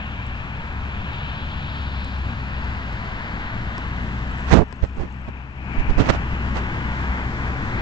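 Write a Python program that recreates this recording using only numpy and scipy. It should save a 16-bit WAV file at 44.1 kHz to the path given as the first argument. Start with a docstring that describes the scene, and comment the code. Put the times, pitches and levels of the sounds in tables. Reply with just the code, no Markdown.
"""Pond side, outdoors: a model boat is lifted out; its hull knocks lightly and water trickles off it.
Knocks are decaying hull modes plus noise cracks; drops are short decaying tones.
A finger brushes (shaped noise) and bumps (pressure swings) the right microphone port.
Behind: a distant engine (wavering harmonics), a low rumble, a wide wash and a thin hiss (filtered noise).
A hard rub overloads the port; gain control then ducks everything for about a second."""
import sys
import numpy as np
from scipy import signal
from scipy.fft import rfft, irfft
from scipy.io import wavfile
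from scipy.ndimage import uniform_filter1d, minimum_filter1d, map_coordinates

SR = 44100
rng = np.random.default_rng(int(sys.argv[2]) if len(sys.argv) > 2 else 0)


def unload_wav(signal):
    """Save mono or channel-first audio to the path in sys.argv[1] as 16-bit WAV at rate SR, clipped to [-1, 1]."""
    wavfile.write(
        sys.argv[1],
        SR,
        np.round(np.clip(np.atleast_2d(signal).T, -1, 1) * 32767).astype(np.int16),
    )


N = 344421
TIME = np.arange(N) / SR  # s
FREQ = np.maximum(np.arange(N // 2 + 1) * SR / N, 1)  # Hz

# light knocks on the hull: start_s, relative level_db, treble_tilt_db_per_octave, left_minus_right_db
KNOCKS = [(.266, -42, 4, -8.5), (2.045, -32, 1, -14), (2.927, -48, 4, -9), (3.7799, -17, -1.5, -3),
          (4.726, -17, -1, 17)]
# modes of the plastic hull: mode_hz, level_db, t60_s
HULL_MODES = [(386, -8, .04), (714, -13.5, 0.037), (1020, -3.5, 0.032), (1690, -2, 0.011), (3100, -7, .008),
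              (5030, -3, .006), (7840, -17, 0.0065)]
# finger strokes over the right port, and one faint dull knock at 5.27 s:
# start_s, length_s, middle_rub_db, middle_scrape_db
STROKES_AND_KNOCK = [(4.46, 0.14, -40, -22), (4.506, 0.14, 3, -16.5), (4.815, 0.05, -11, -24.5),
                     (4.95, 0.13, -14.5, -30), (5.273, 0.027, -14.5, -34), (5.783, .038, -23, -34),
                     (5.882, 0.044, -21, -33), (5.969, 0.069, -10, -21), (6.003, 0.16, -21.5, -26.5),
                     (6.085, .03, -13.5, -14.5), (6.119, .06, -28, -28), (6.535, 0.074, -28, -26)]
# spectrum of the dull rub: freq_hz, relative density_db (per Hz)
RUB_COLOUR = [(20, -2), (60, 0), (180, -3.5), (380, -6.5), (750, -16), (1500, -27.5), (3000, -42),
              (8000, -63.5)]
# spectrum of the bright scrape: freq_hz, relative density_db (per Hz)
SCRAPE_COLOUR = [(100, -10.5), (600, 3.5), (1500, -1), (2600, -7.5), (4500, -16.5), (6500, -20),
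                 (8200, -33)]
# finger bumps on the right port: centre_s, half_length_s, peak_db
BUMPS = [(4.835, 0.0034, 2.5), (5.004, 0.012, -10.5), (5.796, 0.0085, -9), (5.904, 0.0084, -8),
         (5.987, 0.0083, -8)]
# distant engine, easing off and picking up: time_s, mean firing_hz, level_db
ENGINE = [(0, 71.76, -30), (.4, 58.15, -32.5), (.65, 69.7, -34.5), (1.7, 70.1, -29), (2.3, 65.5, -28.5),
          (2.75, 65.25, -30), (3.05, 53, -31), (3.4, 57.04, -38), (3.8, 58.1, -27), (4.4, 64.9, -25.5),
          (7.1, 64.1, -25.5), (7.81, 64.1, -30)]
# engine harmonics: multiple of the firing rate, relative level_db
ENGINE_ORDERS = [(1, 1), (2, -8), (3, -13.5), (4, -18.5)]
# wash over time: time_s, level_db (before its edge filter), upper_edge_hz, crest_db under the edge
WASH = [(0, -34.5, 3900, 5.5), (.75, -32.5, 3850, -2.5), (1.2, -32, 4400, 6), (2.05, -33.5, 4996, 6.5),
        (2.3, -33, 4600, .5), (3.1, -31, 4600, -1.5), (4.4, -32, 3650, -0.5), (5.8, -31.5, 3130, 3),
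        (6.9, -28, 3460, -1.5), (7.55, -29.5, 3207, -3), (7.8, -27, 3820, -2.5)]
# dip wandering through the wash: time_s, centre_hz
DIP = [(0, 2000), (2.2, 2030), (3.2, 2549), (5.8, 1950), (6.6, 2430), (7.5, 2850)]
# likeness of the two ports: freq_hz, shared power (0-1)
LIKENESS = [(60, 0.95), (250, 0.97), (500, 1), (1100, 0.73), (2200, 0.83), (4000, 0.95), (8000, 1)]
# spectra of the background noises before moving filters: freq_hz, relative density_db (per Hz)
RUMBLE_COLOUR = [(20, 0.5), (38, -1.5), (52, 3), (70, 0), (100, 3), (150, -4.5), (205, -2.5), (300, -8.5),
                 (420, -11.5), (900, -27)]
WASH_COLOUR = [(150, -18.5), (400, -9.5), (600, -5), (950, 0.5), (1200, -2), (1600, 0), (2500, -2.5),
               (3500, -15), (5000, -19.5), (8000, -36.5)]
HISS_COLOUR = [(1000, -3), (3500, 9.5), (4700, 7.5), (6000, 1.5), (7200, 0), (8200, -10.5)]

# water pours off around POUR_S, on top of steady drips
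POUR_S, POUR_HALF_S, POUR_DROPS_PER_S, DRIP_DROPS_PER_S = 4.8, 0.45, 770, 8.2
# one pressure arch per contact; fade rate is for a 0 dB rub
ARCH_POWER, SCRAPE_FADE_DB_PER_S = 1.34, 152.5
# finger resting on the right port
COVER_FROM_S, COVER_UNTIL_S, SETTLE_S, LIFT_S = 4.55, 6.3, 0.12, 0.41
COVER_DB, COVER_HZ = -1, 1800
# rumble and hiss swell steadily from these starting levels
RUMBLE_DB, RUMBLE_RISE_DB_PER_S = -30, 0.7539
HISS_DB, HISS_RISE_DB_PER_S = -56.5, 0.93
# right port hears engine, rumble and wash later and weaker
PORT_LAG_MS, RIGHT_PORT_DB = 0.22, -3
TOP_HZ = 8450


def knocks(crack_db=-5, crack_s=0.0013, contact_s=0.0004):
    """Each tap rings the short hull modes and has a brief noise crack, louder with higher treble tilt."""
    out = np.zeros((2, N))
    t = TIME[:SR // 10]
    pivot_hz = HULL_MODES[3][0]
    onset = 1 - np.exp(-t / contact_s)
    for start_s, level_db, tilt_db, pan_db in KNOCKS:
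        ring = np.zeros(len(t))
        for hz, mode_db, t60_s in HULL_MODES:
            phase = rng.uniform(0, 2 * np.pi)
            decay_db = mode_db + tilt_db * np.log2(hz / pivot_hz) - 60 * t / t60_s
            ring += undb(decay_db) * np.sin(2 * np.pi * hz * t + phase)
        crack = undb(crack_db + 2 * tilt_db) * np.exp(-t / crack_s) * rng.standard_normal(len(t))
        knock = undb(level_db) * onset * (ring + crack) / 2
        add(out, start_s, pan(knock, pan_db))
    return out


def trickle(drop_db=-52.5, spread_db=2, low_hz=3500, high_hz=8000, decay_cycles=3):
    """Small drops fall back on the pond at random, each a tick of a few cycles."""
    out = np.zeros((2, N))
    t = TIME[:SR // 100]
    pour = np.exp(-((TIME - POUR_S) / POUR_HALF_S) ** 2)
    drops_per_s = DRIP_DROPS_PER_S + POUR_DROPS_PER_S * pour
    starts_s = TIME[rng.random(N) < drops_per_s / SR]
    for start_s, (pitch, size, side) in zip(starts_s, rng.random((len(starts_s), 3))):
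        turns = (low_hz + pitch * (high_hz - low_hz)) * t
        drop = np.exp(-turns / decay_cycles) * np.sin(2 * np.pi * turns)
        level_db = drop_db - spread_db * np.log(1 - size)  # few drops are loud
        add(out, start_s, pan(drop * undb(level_db), -8 * side))
    return out


def strokes_and_knock(grit_db=2.0, slip_db=0.5):
    """Skin sticks and slips over the port: uneven noise, heard as a dull rub and a brighter scrape.

    The scrape dies away as the skin flattens, faster the harder the press.
    One short burst of the same noise is a faint dull knock.
    """
    rub_gain, scrape_gain = np.zeros((2, N))
    for start_s, length_s, rub_db, scrape_db in STROKES_AND_KNOCK:
        from_middle_s = np.clip(TIME - start_s, 0, length_s) - length_s / 2
        pressure = np.abs(np.cos(np.pi * from_middle_s / length_s)) ** ARCH_POWER
        fade_db = SCRAPE_FADE_DB_PER_S * undb(rub_db) * from_middle_s
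        rub_gain += pressure * undb(rub_db)
        scrape_gain += pressure * undb(scrape_db - fade_db)
    unevenness_db = grit_db * walk(1500) + slip_db * walk(160)
    friction = rng.standard_normal((2, N)) * undb(unevenness_db)
    rub = unit(shape(friction[0], undb(over_freq(RUB_COLOUR))))
    scrape = unit(shape(friction[1], undb(over_freq(SCRAPE_COLOUR))))
    return rub * rub_gain + scrape * scrape_gain


def bumps():
    """The fingertip pumps the air in the port: one slow swing of pressure each way."""
    out = np.zeros(N)
    for centre_s, half_s, peak_db in BUMPS:
        u = np.clip((TIME - centre_s) / half_s, -10, 10)
        out += undb(peak_db) * u * np.exp((1 - u ** 2) / 2)
    return out


def covered(x):
    """The resting finger muffles the port, then slowly lifts off it."""
    settling = (TIME - COVER_FROM_S) / SETTLE_S
    lifting = (COVER_UNTIL_S - TIME) / LIFT_S
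    cover = np.clip(np.minimum(settling, lifting), 0, 1)
    muffled = shape(x, undb(COVER_DB) / np.sqrt(1 + (FREQ / COVER_HZ) ** 3))
    return x + cover * (muffled - x)


def engine(waver_db=2.3, wobble=0.0062):
    """Only the lowest harmonics carry this far; moving air makes each one waver."""
    firing_hz, level_db = curves(ENGINE)
    phase = 2 * np.pi * np.cumsum(firing_hz * (1 + wobble * walk(14))) / SR
    drone = np.zeros(N)
    for multiple, order_db in ENGINE_ORDERS:
        gain = undb(order_db + waver_db * walk(12))
        drone += gain * np.sin(multiple * phase + rng.uniform(0, 2 * np.pi))
    return unit(drone) * undb(level_db)


def rumble(like, flutter_db=0.8, mean_reach_hz=300, opening=0.82):
    """Low noise that reaches higher in pitch as it swells."""
    level_db = RUMBLE_DB + RUMBLE_RISE_DB_PER_S * TIME
    reach_hz = mean_reach_hz * undb(opening * (level_db - level_db.mean()))
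    noise = moving_edge(coloured(RUMBLE_COLOUR, like), reach_hz, np.zeros(N), steep=4.65)
    return noise * undb(level_db + flutter_db * walk(9))


def wash(like, flicker_db=0.6):
    """Wide noise with a wandering dip and a moving upper edge."""
    level_db, edge_hz, crest_db = curves(WASH)
    noise = moving_edge(moving_dip(coloured(WASH_COLOUR, like)), edge_hz, crest_db)
    return noise * undb(level_db + flicker_db * walk(12))


def hiss(flicker_db=0.6):
    """Thin noise, independent at the two ports, swelling slowly."""
    level_db = HISS_DB + HISS_RISE_DB_PER_S * TIME
    noise = coloured(HISS_COLOUR) * undb(level_db + flicker_db * walk(20))
    return pan(noise, -1.3)


def outdoors():
    """Engine, rumble and wash come from the left, later and weaker at the right; hiss is all round."""
    like = np.clip(over_freq(LIKENESS), 0, 1)
    left, right = engine() + rumble(like) + wash(like)
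    late = map_coordinates(right, [(TIME - PORT_LAG_MS / 1000) * SR], order=3)
    return np.array([left, undb(RIGHT_PORT_DB) * late]) + hiss()


def coloured(rows, like=0.0):
    """Noise of a given spectrum at the two ports; like is their shared part of the power."""
    noise = rng.standard_normal((3, N))
    gain = undb(over_freq(rows))
    shared = shape(noise[0], gain * np.sqrt(like))
    separate = shape(noise[1:], gain * np.sqrt(1 - like))
    return unit(shared + separate)


def moving_edge(x, edge_hz, crest_db, steep=13, crest_at=0.76, crest_octaves=0.35):
    """A slowly moving low-pass with a crest just under its edge."""
    hz, s, frames = signal.stft(x, SR, nperseg=1024)
    ratio = np.maximum(hz, 1)[:, None] / np.interp(s, TIME, edge_hz)
    bell = np.exp(-(np.log2(ratio / crest_at) / crest_octaves) ** 2)
    gain = undb(np.interp(s, TIME, crest_db) * bell) / np.sqrt(1 + ratio ** steep)
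    return signal.istft(frames * gain, SR)[1][:, :N]


def moving_dip(x, depth_db=-4, octaves=0.14):
    """A narrow, shallow dip whose centre slides slowly."""
    hz, s, frames = signal.stft(x, SR, nperseg=1024)
    away_octaves = np.log2(np.maximum(hz, 1)[:, None] / np.interp(s, *np.transpose(DIP)))
    gain = undb(depth_db * np.exp(-(away_octaves / octaves) ** 2))
    return signal.istft(frames * gain, SR)[1][:, :N]


def undb(db):
    """Decibels to gain."""
    return 10 ** (np.asarray(db) / 20)


def unit(x):
    """Scale to rms 1."""
    return x / np.sqrt(np.mean(x ** 2))


def curves(rows):
    """Each column of a time table, joined by straight lines."""
    s, *columns = np.transpose(rows)
    return [np.interp(TIME, s, column) for column in columns]


def over_freq(rows):
    """A (Hz, value) table on a log-frequency axis."""
    hz, value = np.transpose(rows)
    return np.interp(np.log(FREQ), np.log(hz), value)


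def shape(x, gain):
    """Filter by a gain for each frequency."""
    return irfft(rfft(x) * gain, N)


def walk(rate_hz):
    """Random levels held 1 / rate_hz s, then smoothed; rms 1."""
    k = int(SR / rate_hz)
    steps = np.repeat(rng.standard_normal(N // k + 1), k)
    return unit(uniform_filter1d(uniform_filter1d(steps, k), k)[:N])


def pan(x, left_minus_right_db):
    """Place a sound by its level difference."""
    return x * undb(np.array([[left_minus_right_db], [-left_minus_right_db]]) / 2)


def add(out, start_s, sound):
    """Mix a short stereo sound in."""
    i = int(start_s * SR)
    out[:, i:i + sound.shape[1]] += sound[:, :N - i]


def past(seconds):
    """Filter settings for a window over the moments just past."""
    half = int(seconds * SR / 2)
    return dict(size=2 * half + 1, origin=half, mode="nearest")


def scene():
    """The pond side, with the finger and the faint dull knock on the right port alone."""
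    left, right = outdoors()
    contact = strokes_and_knock() + bumps()
    ports = np.array([left, covered(right) + contact])
    return ports + knocks() + trickle()


def record(dry):
    """Gain control drops on an overload, holds and recovers; peaks clip and the top is cut."""
    threshold_db, knee_db, deepest_db = -7.2, 1, -8.5
    sense_s, hold_s, release_s = 0.11, 0.84, 0.2
    power = uniform_filter1d(np.max(dry ** 2, axis=0), **past(sense_s))  # louder port
    over_db = 10 * np.log10(np.abs(power) + 1e-12) - threshold_db
    cut_db = deepest_db * np.clip(over_db / knee_db, 0, 1)
    held_db = minimum_filter1d(cut_db, **past(hold_s))
    gain_db = np.minimum(held_db, uniform_filter1d(held_db, **past(release_s)))
    clipped = np.clip(dry * undb(gain_db), -0.95, 0.95)
    low_pass = signal.ellip(10, 0.2, 80, TOP_HZ, fs=SR, output="sos")
    return signal.sosfilt(low_pass, clipped)


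dry = scene()
out = record(dry)
unload_wav(out)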